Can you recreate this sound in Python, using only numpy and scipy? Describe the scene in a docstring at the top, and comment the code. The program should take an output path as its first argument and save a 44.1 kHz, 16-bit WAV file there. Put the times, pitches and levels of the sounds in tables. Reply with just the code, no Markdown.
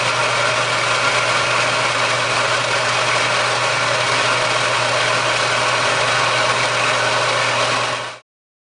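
"""The iron frame of an old watchmaker's lathe rings as its bearings, belts and pulleys chatter.
The lathe idles in a glass case, rubbing a little harder once per spindle turn and once per belt lap.
A gritty rasp rings its brass fittings, the motor hums, and now and then a surface briefly scrapes.
The microphone drifts along the machine, shifting the balance of the ringing; then the sound fades out."""
import sys
import numpy as np
from scipy import signal
from scipy.fft import rfft, irfft, next_fast_len
from scipy.io import wavfile
from scipy.ndimage import map_coordinates

SR = 44100
rng = np.random.default_rng(int(sys.argv[2]) if len(sys.argv) > 2 else 0)


def output_pcm(signal):
    """Save a mono or channel-first signal as 16-bit PCM at the path in sys.argv[1].

    Samples are clipped to [-1, 1] before scaling.
    """
    pcm = np.clip(np.atleast_2d(signal).T, -1, 1) * 32767
    wavfile.write(sys.argv[1], SR, np.round(pcm).astype(np.int16))


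N = 381024
TIME = np.arange(N) / SR

# The pitches at which frame, pulleys and case ring, and their relative levels at two listening spots.
# Columns: pitch_hz, width_hz, first_spot_db, second_spot_db
FRAME_RINGS = [(262.2, 42.5, -16, -12.5), (407.3, 60, -14.5, -10.5), (519.3, 54, -10, -5),
               (576.7, 46, -2, -3), (622.7, 53, -1.5, 0.5), (834, 97, -12, -7.5), (946, 47, -4, -3),
               (1025.4, 43, -3, -3.5), (1104, 70, -3, 0), (1196, 60, -4, -7.5), (1267, 30, -7, -3),
               (1321, 28, -7, -6.5), (1386, 56, 0.5, -3.5), (1507, 80, -5, -2), (1791, 99, -10, -8.5),
               (1954, 88, -12, -11), (2230, 200, -6.5, -8.5), (2302, 33, -3, -4.5), (2521, 146, -6, -6),
               (2739, 53, -7.5, -8), (2810, 81, -13, -15.5), (2882, 73, -14, -8), (3194, 176, -12, -12.5),
               (3833, 66, -17.5, -12.5), (4005, 400, -22.5, -17.5), (4850, 93, -20, -23.5),
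               (5680, 190, -23.5, -21)]
# Where the microphone is: 0 is the first spot, 1 the second, and it travels a little beyond both.
# Columns: time_s, position
MIC_PATH = [(0, -0.23), (2.6, 0.29), (4.6, 0.67), (8.2, 1.23)]

def frame_chatter(load_db, restless_db, level_db):
    """Chattering contacts ring the frame, each at its own pitch; the balance shifts with the microphone."""
    position = np.interp(TIME, *np.transpose(MIC_PATH))
    out = np.zeros(N)
    for pitch_hz, width_hz, first_spot_db, second_spot_db in FRAME_RINGS:
        # light, high-pitched parts follow the load on the bearings; heavy ones hardly do
        follow = read_curve([(600, 0.3), (2300, 0.97)], pitch_hz)
        force = contact_force(amp(follow * load_db), taps_per_s=350, tap_share=0.48)
        ring = filtered(force, lambda f: resonance(f, pitch_hz, width_hz))
        spot_db = first_spot_db + position * (second_spot_db - first_spot_db)
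        out += ring * amp(spot_db + follow * restless_db * wobble(20))
    return amp(level_db) * out


# How strong the rubbing of belts and bearings is from bass to treble, in relative levels.
# Columns: pitch_hz, level_db
RASP_TONE = [(20, -26), (55, -27.5), (110, -19.5), (145, -16.5), (200, -21), (330, -17.5), (450, -11.5),
             (720, -11), (1600, -11), (2050, -14.5), (3400, -16), (4600, -17.5), (5500, -20.5), (6500, -23),
             (8000, -27.5), (9200, -25.5), (10000, -32)]

def rubbing_rasp(load_db, level_db):
    """Belts and dry bearings rub with a broad, gritty rasp."""
    force = contact_force(amp(load_db), taps_per_s=1100, tap_share=0.25)
    return amp(level_db) * filtered(force, lambda f: amp(read_curve(RASP_TONE, f)))


def brass_fittings(rasp, ring_s, level_db):
    """The rasp sets countless small metal parts ringing; the tone turns as the contact points move."""
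    t = np.arange(SR // 10) / SR
    delay_s = 0.003  # the ring starts just after the rasp, so the two blend without sounding hollow
    tails = rng.standard_normal((8, len(t))) * amp(-60 * t / ring_s) * (t > delay_s)
    rings = np.array([signal.fftconvolve(rasp, tail / np.linalg.norm(tail))[:N] for tail in tails])
    shares = np.array([wobble(12) for _ in tails])
    blend = np.sum(shares * rings, axis=0) / np.linalg.norm(shares, axis=0)
    favour_treble = [(1500, -18.5), (3000, 1.0)]  # pitch_hz, gain_db
    return filtered(blend, lambda f: amp(level_db + read_curve(favour_treble, f)))


# The steady tones of the motor and drive, and how much each one wavers.
# Columns: pitch_hz, level_db, waver_db
MOTOR_TONES = [(120, -34.5, 0.3), (129, -47.5, 2.5), (141.3, -53.5, 3), (146.4, -52, 4.5), (172.6, -55, 0),
               (208.2, -56.5, 2), (341.6, -48.5, 3), (403, -46, 4), (515.5, -41, 0.5)]

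def motor_hum():
    """The iron core hums at twice the mains frequency; weaker drive tones waver beside it."""
    out = np.zeros(N)
    for pitch_hz, level_db, waver_db in MOTOR_TONES:
        phase = 2 * np.pi * (pitch_hz * TIME + rng.random()) + 0.33 * waver_db * wobble(4)
        out += np.sqrt(2) * amp(level_db + waver_db * wobble(5)) * np.sin(phase)
    return out


# Brief scrapes, each with its loudest moment and its relative level.
# Columns: peak_s, pitch_hz, level_db
SCRAPES = [(2.571, 5970, -31.5), (2.646, 4500, -27.5), (3.882, 3600, -25), (4.011, 3300, -21),
           (5.013, 3200, -21.5), (5.41, 3600, -26.5), (5.688, 6000, -29.5), (6.988, 6500, -32),
           (7.294, 3800, -23)]

def brief_scrapes(swell_s, gain_db):
    """A belt or dry bearing catches for an instant: a hiss swells and dies away."""
    out = np.zeros(N)
    for peak_s, pitch_hz, level_db in SCRAPES:
        hiss = filtered(rng.standard_normal(N), lambda f: resonance(f, pitch_hz, 0.63 * pitch_hz))
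        swell = np.exp(-((TIME - peak_s) / swell_s) ** 2)
        out += amp(level_db) * swell * hiss / np.std(hiss)
    return amp(gain_db) * out


def spindle_pressure(turns_per_s):
    """Pressure on the bearings rises and falls once a turn; the belt lets the speed wander a little."""
    speed = turns_per_s * (1 + 0.012 * wobble(3))
    return np.sin(2 * np.pi * np.cumsum(speed) / SR)


def belt_tension(laps_per_s, tightest_s):
    """The belt goes from tight (1) to slack (-1) and back once a lap."""
    return np.cos(2 * np.pi * laps_per_s * (TIME - tightest_s))


def contact_force(load, taps_per_s, tap_share):
    """Smooth rubbing plus tiny random taps, both stronger when the load is higher."""
    taps = (rng.random(N) < taps_per_s / SR) * rng.uniform(-1.02, 1, N)
    rubbing = np.sqrt(1 - tap_share) * rng.standard_normal(N)
    force = load * (rubbing + np.sqrt(tap_share) * taps / np.std(taps))
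    return force / np.std(force) * np.sqrt(SR / 2)  # a power of 1 per Hz


def resonance(f, pitch_hz, width_hz):
    """A part rings near its own pitch: a band-pass filter applied twice."""
    return (1j * f * width_hz / (pitch_hz ** 2 - f * f + 1j * f * width_hz)) ** 2


def filtered(sound, response):
    """Scale each frequency in a sound by response(frequency)."""
    size = next_fast_len(N + SR // 4)
    return irfft(rfft(sound, size) * response(np.fft.rfftfreq(size, 1 / SR)), size)[:N]


def wobble(points_per_s):
    """A smooth curve through random points."""
    coarse_s = np.linspace(0, TIME[-1], N // 100)
    points = rng.standard_normal(int(TIME[-1] * points_per_s) + 4)
    return np.interp(TIME, coarse_s, map_coordinates(points, [coarse_s * points_per_s]))


def read_curve(points, pitch_hz):
    """Read between (pitch_hz, value) points on a log scale of pitch."""
    pitches, values = np.transpose(points)
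    return np.interp(np.log(pitch_hz + 1), np.log(pitches + 1), values)


def amp(db):
    """Turn decibels into a multiplier."""
    return 10 ** (np.asarray(db) / 20)


def scene():
    """The idling lathe from close by; the same changing load drives the chatter and the rasp."""
    pressure = spindle_pressure(turns_per_s=43.1)
    tension = belt_tension(laps_per_s=2.71, tightest_s=0.185)
    friction_db = 0.3 * wobble(3) + 0.46 * wobble(18)  # slow drift plus quick unevenness
    flutter = wobble(26)  # the belts' tension flutters
    grit = wobble(75)  # rough spots pass through the contacts
    frame_load_db = 1.7 * pressure + 0.5 * flutter + 0.89 * friction_db
    rasp_load_db = 0.61 * pressure + 0.45 * flutter + 1.1 * grit + 0.55 * friction_db + 0.1 * tension
    chatter = amp(0.36 * tension) * frame_chatter(frame_load_db, restless_db=1.75, level_db=-45.0)
    rasp = rubbing_rasp(rasp_load_db, level_db=-45.5)
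    brass = brass_fittings(rasp, ring_s=0.055, level_db=-7.0)
    scrapes = brief_scrapes(swell_s=0.009, gain_db=0.5)
    return (chatter + rasp + brass + motor_hum() + scrapes)[None]


def record(dry):
    """Fade evenly to silence at the end and cut off the highest treble."""
    fade_s, top_hz = [7.72, 8.222], 10200
    faded = dry[0] * np.interp(TIME, fade_s, [1, 0])
    return filtered(faded, lambda f: np.clip((top_hz - f) / 150, 0, 1))[None]


dry = scene()
out = record(dry)
output_pcm(out)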